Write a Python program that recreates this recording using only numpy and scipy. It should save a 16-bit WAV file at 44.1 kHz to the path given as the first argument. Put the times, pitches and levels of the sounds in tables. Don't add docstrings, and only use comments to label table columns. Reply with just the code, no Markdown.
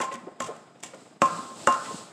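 import sys
import numpy as np
from scipy import signal
from scipy.fft import rfft, irfft
from scipy.io import wavfile
from scipy.ndimage import uniform_filter1d

SR = 44100
rng = np.random.default_rng(int(sys.argv[2]) if len(sys.argv) > 2 else 0)


def inscribe(sig):
    pcm = np.round(np.clip(np.atleast_2d(sig).T, -1, 1) * 32767)
    wavfile.write(sys.argv[1], SR, pcm.astype(np.int16))


def invert_db(level):
    return 10 ** (np.asarray(level, dtype=float) / 20)


N = 93844

# time in [s], level in [dB].
HISS_LEVELS = [(0, -55), (.18, -63), (.26, -69), (.39, -74), (.41, -56), (.57, -63), (.72, -73), (.82, -72),
               (.86, -57), (.93, -63), (1.02, -61), (1.2, -73), (1.23, -49), (1.38, -48), (1.54, -56),
               (1.58, -50), (1.98, -47), (2.13, -62)]
# frequency in [Hz], density in [dB per Hz].
HISS_COLOUR = [(880, 5), (1500, -14), (2420, -6), (2700, -2.5), (5090, 0), (5890, -5), (7900, 4),
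               (9700, -12), (15500, -33)]
# frequency in [Hz], density in [dB per Hz].
HUM_COLOUR = [(18, -66), (30, -31), (142, -5), (257, -3), (291, -5), (372, -8), (731, -8), (935, -13),
              (4000, -28.5), (5200, -54), (8800, -120)]
# start in [s], free ring before the pestle damps the bowl in [s].
BLOWS = [
    (.002, .027),
    (.4035, .035),
    (.835, .02),
    (1.2185, .047),
    (1.6722, .083),
]
# wood knock, bowl tone, rim ting and crack, all in [dB].
LANDINGS = [
    (-24, -23.5, -41.5, -32.5),
    (-25.5, -28.5, -44, -26),
    (-42.5, -46, -53, -27.5),
    (-14.5, -14.5, -43, -18.5),
    (-13.5, -16, -30, -18),
]
# frequency in [Hz], level in [dB], T60 in [s].
WOOD_PARTIALS = [(250, -9.5, 0.13), (330, -6.5, 0.076), (545.6, -3, 0.09), (568, -10, 0.084),
                 (720, -12, 0.067), (852.4, -9.5, 0.1), (1223, 6.5, 0.02), (1334, -9, 0.066),
                 (1410, 6, 0.0072), (1797, -3.5, 0.022), (2100, -7.5, 0.014)]
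# frequency in [Hz], level in [dB], T60 in [s].
RIM_PARTIALS = [(2797, 0, .25), (2775, -9, .12), (3625, -10, .05)]
# frequency in [Hz], density in [dB per Hz].
THUD_COLOUR = [(120, -9), (250, -7), (400, -2.5), (560, -7), (900, -5), (1500, -1.5), (2200, -14),
               (4000, -60)]
# frequency in [Hz], density in [dB per Hz].
SNAP_COLOUR = [(710, -1), (1200, -12), (1520, -15.5), (1800, -4), (2680, -5.5), (3650, -6), (3980, -14),
               (7480, -1.5), (15500, -41)]
# start in [s], level in [dB], length in [s].
EASES = [(0.038, -31, 0.026), (0.061, -28.5, 0.066), (0.102, -33.5, 0.064), (0.17, -37.5, 0.026),
         (0.226, -50.5, 0.14), (0.493, -39, 0.039), (1.352, -33, 0.089), (1.467, -42, 0.11),
         (1.587, -52.5, 0.048), (1.866, -34, 0.073), (1.959, -47, 0.093)]
# start in [s], level in [dB], length in [s].
SNAPS = [(.01, -22.5, 0.021), (0.032, -33, 0.037), (0.12, -35, 0.024), (0.139, -31.5, 0.01),
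         (.155, -27.5, 0.0027), (0.2, -45, .003), (0.401, -28.5, 0.0077), (0.419, -26.5, 0.012),
         (0.438, -31.5, 0.021), (0.458, -35, 0.038), (0.51, -51, 0.005), (0.563, -41, 0.0081),
         (0.802, -45.5, 0.0091), (0.826, -35.5, 0.018), (0.839, -34, 0.02), (0.858, -37, 0.022),
         (0.942, -42, 0.015), (1.204, -60, .01), (1.253, -32.5, 0.018), (1.56, -56, .04),
         (1.68, -43, 0.013), (1.722, -24, 0.012), (1.74, -33, .012), (1.838, -37, 0.048)]
# start in [s], level in [dB], pitch in [Hz], length in [s].
BUMPS = [(0.027, -23.5, 796, 0.022), (0.015, -27.5, 2100, 0.024), (0.113, -32, 1964, 0.019),
         (0.141, -36.5, 1905, 0.027), (0.104, -33.5, 551, 0.067), (0.138, -33.5, 236, 0.054),
         (.225, -34.5, 241.6, 0.057), (0.267, -25.5, 330, 0.013), (0.278, -32.5, 518, 0.021),
         (.42, -37.5, 117, 0.052), (.47, -32, 616, 0.016), (0.484, -26, 464, 0.033),
         (0.503, -33.5, 567, 0.032), (.933, -35.5, 543, 0.038), (.935, -37.5, 1423, 0.011),
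         (1.02, -42, 255, 0.022), (1.3, -36, 172.2, 0.13), (1.384, -36.5, 237, 0.034),
         (1.907, -28, 433, 0.02), (1.94, -24.5, 250, 0.018), (1.678, -20, 720, 0.034),
         (1.85, -36, 1990, 0.028)]
# frequency in [Hz], T60 in [s].
KITCHEN_T60 = [(150, 0.28), (500, 0.57), (1300, 0.9), (2200, 0.59), (9000, 0.089)]

BELL_HZ = 1057.8


def evened(x):
    return x / np.sqrt(np.mean(x ** 2) + 1e-20)


def read(points, hz):
    f, value = np.transpose(points)
    return np.interp(np.log(hz + 1), np.log(f + 1), value)


def add(mix, s, sound):
    part = mix[max(round(s * SR), 0):][:len(sound)]
    part += sound[:len(part)]


def coloured(x, points):
    gain = invert_db(read(points, np.fft.rfftfreq(len(x), 1 / SR)))
    return evened(irfft(rfft(x) * gain, len(x)))


def band(x, hz, width):
    sos = signal.butter(2, [hz / width, hz * width], "band", fs=SR, output="sos")
    return evened(signal.sosfilt(sos, x))


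def modes(table, t, turns):
    partials = zip(table, turns)
    return sum(invert_db(db - 60 * t / t60) * np.sin(2 * np.pi * (hz * t + u / 4))
               for (hz, db, t60), u in partials)


def puff(t, length):
    return (1 - np.exp(-8 * t / length)) ** 2 * np.exp(-2.5 * t / length)


def patchy(points):
    patch_db = -0.5
    frames, hz = N // 128 + 5, np.fft.rfftfreq(512, 1 / SR)
    a, b, p = rng.standard_normal((frames, 257, 3)).T
    p = uniform_filter1d(p, size=8, axis=0)
    p = evened(uniform_filter1d(p, size=14, axis=1))
    z = (a + 1j * b) * invert_db(read(points, hz)[:, None] + patch_db * p)
    return evened(signal.istft(z, nperseg=512, noverlap=384)[1][:N])


def hiss(hiss_db):
    grains_per_s, grain_db, spread_db, level_db = 370, -12.5, -2.5, 4.5
    sizes = invert_db(spread_db * np.minimum(rng.exponential(1, N), 5))
    grains = (rng.random(N) < grains_per_s / SR) * rng.standard_normal(N) * sizes
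    mixed = evened(patchy(HISS_COLOUR) + invert_db(grain_db) * coloured(grains, HISS_COLOUR))
    return mixed * invert_db(hiss_db + level_db)


def room_hum(hiss_db):
    hum_db, follows, lumps_db = -56.5, 0.38, 2.5
    lumps = lumps_db * evened(uniform_filter1d(rng.standard_normal(N), size=900))
    level_db = hum_db + lumps + follows * (hiss_db - hiss_db.min())
    return coloured(rng.standard_normal(N), HUM_COLOUR) * invert_db(level_db)


def whine():
    hz, width_hz, level_db = 4960, 70, -77
    b, a = signal.iirpeak(hz, hz / width_hz, SR)
    return invert_db(level_db) * evened(signal.lfilter(b, a, rng.standard_normal(N)))


def background():
    hiss_db = np.interp(np.arange(N) / SR, *np.transpose(HISS_LEVELS))
    return hiss(hiss_db) + room_hum(hiss_db) + whine()


def blow(knock_db, rim_db, crack_db, turns, grit, noise):
    thud_db, thud_s = 1, 0.005
    smear_hz, smear_db, smear_t60_s = 1309, -20, 0.63
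    crack_s, crunch_s, crunch_db = 0.0021, 0.045, -18.5
    t = np.arange(len(grit)) / SR
    thud = invert_db(thud_db) * coloured(noise, THUD_COLOUR) * np.exp(-t / thud_s)
    smear = invert_db(smear_db - 60 * t / smear_t60_s) * band(noise[::-1], smear_hz, 1.07)
    wood = invert_db(knock_db) * (modes(WOOD_PARTIALS, t, turns) + thud + smear)
    rim = invert_db(rim_db) * modes(RIM_PARTIALS, t, turns)
    crack = invert_db(crack_db) * grit * (np.exp(-t / crack_s) + invert_db(crunch_db) * np.exp(-t / crunch_s))
    contact = np.sin(np.pi / 2 * np.minimum(t / 0.0014, 1)) ** 2
    return (wood + rim) * contact + crack


def pounding():
    lead_s, lead_db = 0.0023, -13.5
    out, grit = np.zeros(N), coloured(rng.standard_normal(N + SR), SNAP_COLOUR)
    turns = rng.random((len(BLOWS), len(WOOD_PARTIALS)))
    noise = rng.standard_normal((len(BLOWS), SR))
    t = np.arange(600) / SR
    squeeze = np.exp(-t / lead_s)[::-1]
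    for (s, _), (knock, _, rim, crack), u, n in zip(BLOWS, LANDINGS, turns, noise):
        at = round(s * SR)
        add(out, s, blow(knock, rim, crack, u, grit[at:at + SR], n))
        if at > len(t):
            add(out, s - len(t) / SR, invert_db(crack + lead_db) * squeeze * grit[at - len(t):at])
    return out


def bell(bell_db, free):
    t60_s, swell_s, split_hz, twin_db = 0.98, 0.0011, 14, -16
    damp_db, damp_s = -7, 0.0039
    linger_t60_s, linger_split_hz, linger_twin_db = 0.4, 18.3, 1
    t = np.arange(SR) / SR

    def tone(hz):
        return np.sin(2 * np.pi * hz * t)

    held = 1 / (1 + np.exp(np.clip((t - free) / damp_s * 4, -50, 50)))
    pair = tone(BELL_HZ) - invert_db(twin_db) * tone(BELL_HZ + split_hz)
    clear = held * invert_db(-60 * t / t60_s) * pair
    beating = tone(BELL_HZ) + invert_db(linger_twin_db) * tone(BELL_HZ - linger_split_hz)
    linger = (1 - held) * invert_db(damp_db - 60 * t / linger_t60_s) * beating
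    return invert_db(bell_db) * (1 - np.exp(-t / swell_s)) * (clear + linger)


def bowl():
    out = np.zeros(N)
    for (s, free), (_, bell_db, _, _) in zip(BLOWS, LANDINGS):
        add(out, s, bell(bell_db, free))
    for s, db, length in EASES:
        t = np.arange(0, length, 1 / SR)
        add(out, s, invert_db(db) * np.sin(np.pi * t / length) * np.sin(2 * np.pi * BELL_HZ * t))
    return out


def snaps():
    clump_db = 1.8
    out, t = np.zeros(N), np.arange(3000) / SR
    clumps = invert_db(clump_db * rng.exponential(1, N + SR))
    grit = coloured(rng.standard_normal(N + SR) * clumps, SNAP_COLOUR)
    for s, db, length in SNAPS:
        add(out, s, invert_db(db) * puff(t, length) * grit[round(s * SR):][:len(t)])
    return out


def bumps():
    knock_db = -4
    out, t = np.zeros(N), np.arange(6000) / SR
    knock = modes(WOOD_PARTIALS, t, np.zeros(len(WOOD_PARTIALS))) * puff(t, 0.056)
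    for s, db, hz, length in BUMPS:
        rough = band(rng.standard_normal(len(t)), hz, 1.47)
        body = (1.1 * np.sin(2 * np.pi * hz * t) + rough) * puff(t, length)
        add(out, s, invert_db(db) * (body + invert_db(knock_db) * knock))
    return out


def kitchen(x):
    taps = np.zeros(SR)
    at = np.arange(200, SR - 20, 20)
    taps[at + rng.integers(0, 20, len(at))] = rng.choice([-1., 1.], len(at))
    hz, t, z = signal.stft(taps, SR, nperseg=256)
    decay = invert_db(-60 * t / read(KITCHEN_T60, hz)[:, None])
    tail = signal.istft(z * decay, SR, nperseg=256)[1]
    return signal.fftconvolve(x, tail / np.linalg.norm(tail))[:N]


def scene():
    echo_db, bell_room_db = -14, -8
    mortar, tone = pounding() + bumps() + snaps(), bowl()
    echo = invert_db(echo_db) * kitchen(mortar + invert_db(bell_room_db) * tone)
    return (mortar + tone + echo + background())[None]


def roll_off(x):
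    return signal.sosfilt(signal.butter(12, 16130, fs=SR, output="sos"), x)


def record(dry):
    low_cut_hz, edge_hz = 124, 15600
    low_cut = signal.butter(3, low_cut_hz, "high", fs=SR, output="sos")
    band_limit = signal.ellip(8, 0.5, 60, edge_hz, fs=SR, output="sos")
    mix = signal.sosfilt(band_limit, signal.sosfilt(low_cut, dry))
    return roll_off(mix)


dry = scene()
out = record(dry)
inscribe(out)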